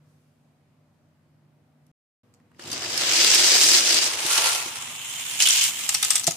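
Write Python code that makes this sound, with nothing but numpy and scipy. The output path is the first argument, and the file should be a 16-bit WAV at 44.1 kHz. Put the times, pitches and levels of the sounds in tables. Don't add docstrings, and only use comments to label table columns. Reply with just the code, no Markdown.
import sys
import numpy as np
from scipy import signal
from scipy.fft import rfft, irfft
from scipy.io import wavfile
from scipy.ndimage import uniform_filter1d

SR = 44100
rng = np.random.default_rng(int(sys.argv[2]) if len(sys.argv) > 2 else 0)


def volts(x):
    e = np.asarray(x, float) / 20
    return 10 ** e


def output_pcm(signal):
    pcm = np.clip(np.atleast_2d(signal).T, -1, 1) * 32767
    wavfile.write(sys.argv[1], SR, np.round(pcm).astype(np.int16))


N = 280476

# (frequency [Hz], level [dB per Hz])
ROOM_AIR = [(18, -59), (30, -31), (64, -41), (81, -10.5), (152, -5.5), (177, -11), (243, -10), (307, -16.5),
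            (369, -18), (410, -34), (492, -20), (606, -25.5), (673, -21), (728, -21.5), (15500, -48.5)]
# (time [s], level [dB])
ROOM_AIR_LEVEL = [(0, -64), (.3, -65.5), (1.9, -65), (2.55, -63), (2.7, -50), (4.5, -58), (6.36, -56.5)]
# (frequency [Hz], width [Hz], level before the scene changes [dB], level after [dB])
APPLIANCE_HUM = [(102.4, 8.9, -72.5, -71), (245.4, 13, -70, -69.5), (482, 21, -82, -73),
                 (595, 38, -75.5, -83.5)]
# (frequency [Hz], likeness [-1 to 1])
EAR_LIKENESS = [(60, 1), (150, 0.89), (380, 0.86), (700, 0.56), (1400, 0.22), (2800, 0.12), (5980, -0.066),
                (15000, 0.12)]
# (frequency [Hz], left minus right [dB])
EAR_TILT = [(60, -1.0), (100, -1.5), (180, 0.5), (310, -1.0), (550, 1), (950, 0.5), (1650, 0.5),
            (2860, -0.5), (4970, 3), (8640, -5), (15000, -2.5)]
# (frequency [Hz], change [dB])
TOP_LIFT = [(9300, 0), (11600, 0.5), (15500, 6)]

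# (frequency [Hz], level [dB per Hz])
RAMP = [(88, -55), (150, -38), (221, -20), (352, -9), (445, -12), (550, -10), (1000, -12.5), (2980, -3),
        (4140, -4.5), (5230, -1), (8490, -5.5), (11800, -21.5), (14600, -17), (15500, -22)]
BEND = [(88, -42), (150, -18), (175, -49), (366, -10), (595, -7), (681, 2.5), (751, -12.5), (877, -0.5),
        (1800, -6), (2600, -1), (3280, -3), (9540, -4), (15500, -22)]
LANE = [(180, -48), (300, -19), (331, -16), (404, -25), (600, -16.5), (808, -9), (1640, -9.5), (3130, 2.5),
        (3810, -5), (4570, -4), (7370, -0.5), (15500, -16.5)]
# (frequency [Hz], width [Hz], level [dB])
RAMP_MODES = [(349, 24, -25), (2670, 12, -32), (2870, 26, -21), (3900, 47, -22), (4710, 64, -12.5),
              (5040, 51, -14.5), (5216, 47, -14.5), (5760, 53, -26), (7800, 81, -35)]
BEND_MODES = [(904, 25, -24), (1140, 25, -23), (1373, 18, -17.5), (2574, 20, -18), (6260, 92, -15.5)]
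LANE_MODES = [(2810, 46, -19.5), (3130, 48, -18), (3094, 18, -14.5), (3446, 30, -15), (7000, 500, -10),
              (8350, 90, -24)]
# (time [s], level [dB])
DESCENT = [(2.582, -63.5), (2.597, -46), (2.73, -32), (2.784, -35.5), (3.154, -20), (3.37, -19.5),
           (3.775, -19.5), (3.81, -23.5), (3.94, -20.5), (4.066, -25.5), (4.17, -31.5), (4.36, -21.5),
           (4.51, -25), (4.70, -35), (5.0, -38), (5.37, -31.5), (6.28, -35), (6.36, -41)]
# (hollow boom [dB], brightness [dB], metal body rattle [dB])
TRACK_COLOUR = [
    (-12.5, -11, -6),
    (-13, -7, -4.5),
    (-22.5, -7, -9.5),
]

# (time [s], peak level [dB], ringing frequency [Hz], pan [dB])
FINGER = [
    (1.866, -49, 12000, 0),
    (2.339, -43, 8040, -2),
    (2.346, -48, 7000, -2),
    (2.40, -54, 1800, 0),
    (2.516, -50, 1300, 1),
    (2.546, -49, 2000, 0),
]
RELEASE = [(2.5935, -33, 1500, 0), (2.595, -30, 4500, 0), (2.6215, -28, 5400, 0), (2.638, -29, 4300, 1),
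           (2.657, -26, 4150, 0), (2.674, -26, 5000, 0), (2.688, -27, 6000, 0), (2.702, -22, 3900, 0),
           (2.7157, -15, 6300, 1), (2.729, -13, 4800, 1)]
JOINTS = [(2.9762, -8.5, 5440, -16), (3.3456, 3, 5400, -5), (3.7337, -3.5, 4710, -3),
          (3.7714, -7, 5530, -2), (3.9444, -2.5, 4630, 2), (4.2033, -11, 4960, 3), (4.263, -8, 3990, 10),
          (4.6644, -24, 3100, -14), (5.098, -17, 3200, -0.5), (5.1971, -18, 6900, 3)]
CROSSING = [(5.402, -1, 2870, -2), (5.4218, 1, 7060, -2), (5.4302, -4.5, 5640, 4), (5.4363, -7, 5070, 3),
            (5.455, -4.5, 3300, -12), (5.461, -0.5, 3220, 4), (5.4714, 2, 3100, 1), (5.4866, -2, 9300, -6),
            (5.4983, -3.5, 3140, -5), (5.506, -5, 6050, 6), (5.5227, -7, 3300, 3), (5.639, -6.5, 9600, -4)]
FINISH = [(5.8436, -22, 8160, 10), (5.8804, -22, 7460, -7), (5.891, -2.5, 7440, 3),
          (5.9074, -22, 8030, 2.5), (5.943, -9, 8450, -11), (5.9467, -2.5, 5740, 4), (5.9564, -20, 8130, 2),
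          (6.0271, -6.5, 9600, -8.5), (6.0295, -5.5, 3600, 12), (6.042, -17, 6620, 20),
          (6.0475, -4, 7900, -1)]
FLAP = [
    (6.105, -2, 8350, 4.5),
    (6.1317, -16, 8220, -1),
    (6.1485, -19, 8500, 0),
    (6.1559, -2, 8360, 1.5),
    (6.179, -16.5, 8100, 18),
    (6.1958, -13.5, 8050, 0),
]
TUMBLE = [(6.236, -16, 6950, 3), (6.242, -15.5, 6000, 16), (6.2678, -8.5, 8300, 16),
          (6.2708, -12, 7500, -6), (6.2736, -3.5, 7000, -8), (6.279, -9, 7000, 6), (6.3093, -11.5, 6980, 6),
          (6.3187, -16, 6600, 4)]
# (rise [s], time to die by 60 dB at full force [s], share of ringing [dB])
STRIKE_KINDS = [
    (0.00034, 0.032, -3.5),
    (0.00031, 0.019, -9),
    (0.00032, 0.018, -1),
    (0.000097, 0.023, -5),
    (0.00012, 0.033, -2.5),
    (0.00019, 0.02, -4),
]
# (frequency [Hz], level [dB per Hz])
CLACK = [(290, -49), (500, -32), (1750, -12.5), (3580, -1), (4980, 0.5), (5750, -1.5), (6360, -3),
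         (9240, -5), (15500, -20)]
# (frequency [Hz], extra ringing [dB])
LOW_RING = [(1500, 10.5), (3000, 0.088)]

# (time [s], level [dB])
LEG_JOLTS = [(2.594, -42), (2.66, -40), (2.678, -38.5), (2.70, -45), (2.73, -38), (2.80, -42),
             (3.95, -29.5), (4.25, -31), (4.66, -36)]
CARPET_THUDS = [
    (6.2795, -14.5),
    (6.2855, -28),
]
# (frequency [Hz], level [dB], time to die by 60 dB [s])
RAMP_LEGS = [(166, -12, 0.046), (352, 1.5, 0.053), (563, -9, 0.019)]
FLOORBOARD = [(170, -12, .06), (370, -13, .04), (700, 0, .028), (1300, -14, .015)]
GATE_FRAME = [(814, -34.5, 0.047), (1264, -28, 0.038), (2070, -27, 0.023), (5820, -21, 0.044),
              (8350, -21, 0.039)]

SCENE_CHANGE_S = (1.915, 2.2334)


def rms_one(x):
    return x / np.sqrt(np.mean(x ** 2) + 1e-20)


def in_time(rows):
    s, values = np.transpose(rows)
    return np.interp(np.arange(N) / SR, s, values)


def at_hz(points, hz):
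    table_hz, values = np.transpose(points)
    return np.interp(np.log(hz), np.log(table_hz), values)


def band_db(spectrum, low, high):
    hz = np.linspace(low, high, 200)
    power = np.mean(volts(2 * at_hz(spectrum, hz)))
    return 10 * np.log10(power * (high - low) / (SR / 2))


def filtered(x, order, hz, kind="low"):
    return signal.sosfilt(signal.butter(order, hz, kind, fs=SR, output="sos"), x)


def drift(rate_hz):
    r = np.exp(-80 * np.pi * rate_hz / SR)
    noise = rng.standard_normal(N // 40 + 2002)
    slow = signal.lfilter([1], [1, -2 * r, r * r], noise)[2000:]
    return np.interp(np.arange(N) / 40, np.arange(len(slow)), rms_one(slow))


def resonance(x, hz, width_hz):
    r = np.exp(-np.pi * width_hz / SR)
    top = np.array([1, 0, -1]) * (1 - r * r) / 2
    return signal.lfilter(top, [1, -2 * r * np.cos(2 * np.pi * hz / SR), r * r], x)


def to_ears(mid, side, hz):
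    alike = np.clip(at_hz(EAR_LIKENESS, hz), -1, 1)
    tilt_db = at_hz(EAR_TILT, hz) / 2
    shared = np.sqrt(1 + alike) * mid
    apart = np.sqrt(1 - alike) * side * [[1], [-1]]
    return (shared + apart) * volts(np.array([[tilt_db], [-tilt_db]]))


def coloured(whites, gain_db):
    out = 0
    edges = 40 * 2 ** (np.arange(27) / 3)
    for k, (low, high) in enumerate(zip(edges, edges[1:])):
        mid, side = filtered(whites[k % 2], 2, [low, high], "band")
        hz = np.sqrt(low * high)
        out = out + volts(gain_db(hz)[-len(mid):]) * to_ears(mid, side, hz)
    return out


def hush():
    t = np.arange(N) / SR
    after = t > SCENE_CHANGE_S[0]
    air = coloured(rng.standard_normal((2, 2, N)), lambda hz: at_hz(ROOM_AIR, hz) + drift(2.8))
    out = rms_one(air)
    for hz, width_hz, before_db, after_db in APPLIANCE_HUM:
        hum = rms_one(resonance(rng.standard_normal((2, N)), hz, width_hz))
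        out += volts(np.where(after, after_db, before_db) + 60) * to_ears(*hum, hz)
    motor_hz = 149.8 + 0.78 * drift(2.8)
    motor_db = np.where(after, -79.5, -64) + 66.5 + 3.0 * drift(0.72)
    out += volts(motor_db) * np.sin(2 * np.pi * np.cumsum(motor_hz) / SR)
    hiss = filtered(rng.standard_normal((2, N)), 2, (3000, 12000), "band")
    hiss_rise_s, hiss_t60_s = 0.1, 2.6
    hiss_gain = volts(-69.5 - 60 * t / hiss_t60_s) * np.minimum(t / hiss_rise_s, 1)
    return volts(in_time(ROOM_AIR_LEVEL)) * out + hiss_gain * hiss


def knocks(rows, rise_s, full_t60_s, share_db):
    length = round(0.12 * SR)
    t = np.arange(length) / SR
    hz_axis = np.fft.rfftfreq(length, 1 / SR) + 1
    hold_power = 1.54
    out = np.zeros((2, N + length))
    for s, db, hz, pan_db in rows:
        t60_s = full_t60_s * volts(0.21 * db)
        ring_db = share_db + at_hz(LOW_RING, hz)
        shared, left, right = rng.standard_normal((3, length))
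        white = shared * 0.5 + np.array([left, right]) * 0.51
        clack = rms_one(irfft(rfft(white) * volts(at_hz(CLACK, hz_axis)), length))
        dull = filtered(clack, 2, 4000).mean(axis=0)
        bright = filtered(clack, 2, 4000, "high")
        swell = (1 - np.exp(-t / (rise_s + 0.0021))) * volts(-60 * (t / (1.18 * t60_s)) ** hold_power)
        snap = (1 - np.exp(-t / rise_s)) * volts(-60 * (t / t60_s) ** hold_power)
        ring = resonance(white * snap, hz, 410) * 7.65 * volts(ring_db)
        burst = bright * snap + 1.59 * dull * swell + ring
        start = round(s * SR)
        out[:, start:start + length] += volts(db - 10.0 + np.array([[pan_db], [-pan_db]]) / 2) * burst
    return out[:, :N]


def thuds(blows, modes):
    clicks = np.full(N, 1e-18)
    for s, db in blows:
        clicks[round(s * SR)] = -volts(db)
    out = 0
    for hz, db, t60_s in modes:
        r = volts(-60 / (t60_s * SR))
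        w = 2 * np.pi * hz / SR
        ringing = signal.lfilter([0, np.sin(w)], [1, -2 * r * np.cos(w), r * r], clicks)
        out = out + volts(db) * ringing
    return filtered(out, 2, 90, "high")


def fingers_and_pegs():
    return knocks([*FINGER, *RELEASE], *STRIKE_KINDS[0])


def contacts(per_s, spread_db, t60_s, smooth):
    sizes = volts(spread_db * np.minimum(rng.exponential(1, N), 2.2))
    taps = (rng.random(N) < per_s / SR) * sizes
    ringing = rms_one(signal.lfilter([1], [1, -volts(-60 / (t60_s * SR))], taps))
    return rms_one(smooth + np.minimum(ringing, 4))


def rolling():
    t = np.arange(N) / SR
    first = round(2.5 * SR)
    crossing_s = (5.385, 5.41, 5.635, 5.72)
    level_db = in_time(DESCENT) + np.interp(t, crossing_s, (0, 7, 10, 0.5))
    level_db += np.interp(t, (6.17, 6.225), [0, -6.5])
    on_bend = np.interp(t, (3.97, 4.32), [0, 1])
    on_lane = np.interp(t, (4.57, 4.99), [0, 1])
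    shares = [1 - on_bend, on_bend - on_lane, on_lane]

    colour_per_db = (-0.71, 0.0751, 0.31)
    louder_db = np.maximum(level_db, -42) + 27
    colour = np.transpose(TRACK_COLOUR) @ shares + np.outer(colour_per_db, louder_db)
    hollow_db, bright_db, rattle_db = colour
    speed = shares[0] * np.interp(t, (3.13, 3.75, 3.85), [0, 1, 0.5])
    leaving = np.interp(t, (5.62, 6.28), [0, 1])
    bright_db += 6 * speed + 6 * leaving
    rattle_db += 5 * speed + 10 * leaving + 6.5 * np.interp(t, crossing_s, [0, 1, 1, 0])
    rattle_db += -3 * np.interp(t, (4.72, 4.88, 5.1, 5.3), [0, 1, 1, 0])
    hollow_db += 8 * np.interp(t, (4.35, 4.39, 4.51), [0, 1, 0])

    def under_cars(measure):
        pieces = zip(shares, (RAMP, BEND, LANE))
        return sum(share * (measure(piece) - band_db(piece, 1500, 12000)) for share, piece in pieces)

    hollow_db = hollow_db - under_cars(lambda piece: band_db(piece, 250, 1500))
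    bright_db = bright_db - under_cars(lambda piece: band_db(piece, 7500, 15000))
    rattle_db = rattle_db - under_cars(lambda piece: band_db(piece, 4000, 6500))

    def gain_db(hz):
        low = at_hz([(1200, 0.78), (2000, 0.067)], hz)
        top = at_hz([(6300, 0), (8000, 0.94)], hz)
        middle = at_hz([(3400, 0), (4100, 0.82), (6000, 0.61), (7300, 0.02)], hz)
        track_db = under_cars(lambda piece: at_hz(piece, hz)) + on_bend * at_hz(TOP_LIFT, hz)
        return track_db + low * hollow_db + top * bright_db + middle * rattle_db + 0.99 * drift(15.5)

    slow_taps = contacts(300, spread_db=2.0, t60_s=0.03, smooth=2.8)
    quick_taps = contacts(200, spread_db=3.0, t60_s=0.004, smooth=3.2)
    chatter = rms_one(slow_taps * quick_taps * volts(0.34 * drift(14)))[first:]
    out = coloured(rng.standard_normal((2, 2, N - first)) * chatter, gain_db)

    taps = contacts(174, spread_db=2.5, t60_s=0.0064, smooth=0.52)[first:]
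    taps = rng.standard_normal((2, N - first)) * taps
    ring_shares = [shares[0], shares[1], on_lane * volts(np.interp(t, [5.6, 5.8], [0, -7]))]
    for share, modes in zip(ring_shares, (RAMP_MODES, BEND_MODES, LANE_MODES)):
        for hz, width_hz, db in modes:
            gain = (share * volts(db + 2.0 * drift(6.1)))[first:]
            out += gain * to_ears(*rms_one(resonance(taps, hz, width_hz)), hz)
    set_off = np.interp(t, [2.53, 2.57, 2.72, 2.76], [0.058, 0.52, 0.53, 0.99])
    return set_off * volts(level_db) * np.pad(out, ((0, 0), (first, 0)))


def ramp_legs():
    return thuds(LEG_JOLTS, RAMP_LEGS)


def track_joints():
    return knocks(JOINTS, *STRIKE_KINDS[1])


def crossing_clatter():
    return knocks(CROSSING, *STRIKE_KINDS[2])


def finish_gate():
    strikes = sum(knocks(rows, *kind) for rows, kind in zip((FINISH, FLAP, TUMBLE), STRIKE_KINDS[3:]))
    blows = [row[:2] for row in [*FINISH, *FLAP, *TUMBLE]]
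    return filtered(strikes + thuds(blows, GATE_FRAME), 4, 680, "high")


def carpet_landing():
    return thuds(CARPET_THUDS, FLOORBOARD)


def room(x):
    t = np.arange(round(0.4 * SR)) / SR
    t60_s, level_db = 0.16, -10
    tail = rng.standard_normal((2, len(t))) * volts(-60 * t / t60_s) * (t > 0.006)
    tail = rms_one(filtered(tail, 1, 9000)) / np.sqrt(len(t))
    return volts(level_db) * signal.fftconvolve(x, tail, axes=1)[:, :N]


def thinned_treble(x):
    hz, _, z = signal.stft(x, SR, "cosine", 1024)
    power = np.sum(abs(z) ** 2, axis=0)
    power = uniform_filter1d(uniform_filter1d(power, 30, axis=0), 9, axis=1)
    far_under = power < volts(2 * -9) * power.max(axis=0)
    weak = far_under & (hz > 3600)[:, None] | (hz > 11200)[:, None]
    patches = rng.random((len(hz) // 5 + 1, z.shape[2] // 3 + 1)) < 0.33
    dropped = np.repeat(np.repeat(patches, 5, axis=0), 3, axis=1)[:len(hz), :z.shape[2]]
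    kept = ~(dropped & weak) & (hz < 15500)[:, None]
    return signal.istft(z * kept, SR, "cosine", 1024)[1][:, :N]


def scene():
    strikes = fingers_and_pegs() + track_joints() + crossing_clatter()
    ending = finish_gate() + ramp_legs() + carpet_landing()
    race = 0.9 * np.tanh((rolling() + strikes) / 0.9)
    return thinned_treble(race + room(strikes)) + np.tanh(ending + room(ending)) + hush()


def band_limit(x):
    return signal.sosfilt(signal.butter(12, 16620, fs=SR, output="sos"), x)


def record(dry):
    t = np.arange(N) / SR
    kept = (t < SCENE_CHANGE_S[0]) | (t > SCENE_CHANGE_S[1])
    noisy = dry + volts(-88) * rng.standard_normal(dry.shape)
    top_cut = signal.cheby2(10, 60, 16700, fs=SR, output="sos")
    mix = signal.sosfilt(top_cut, noisy * kept) * kept
    return band_limit(mix)


dry = scene()
out = record(dry)
output_pcm(out)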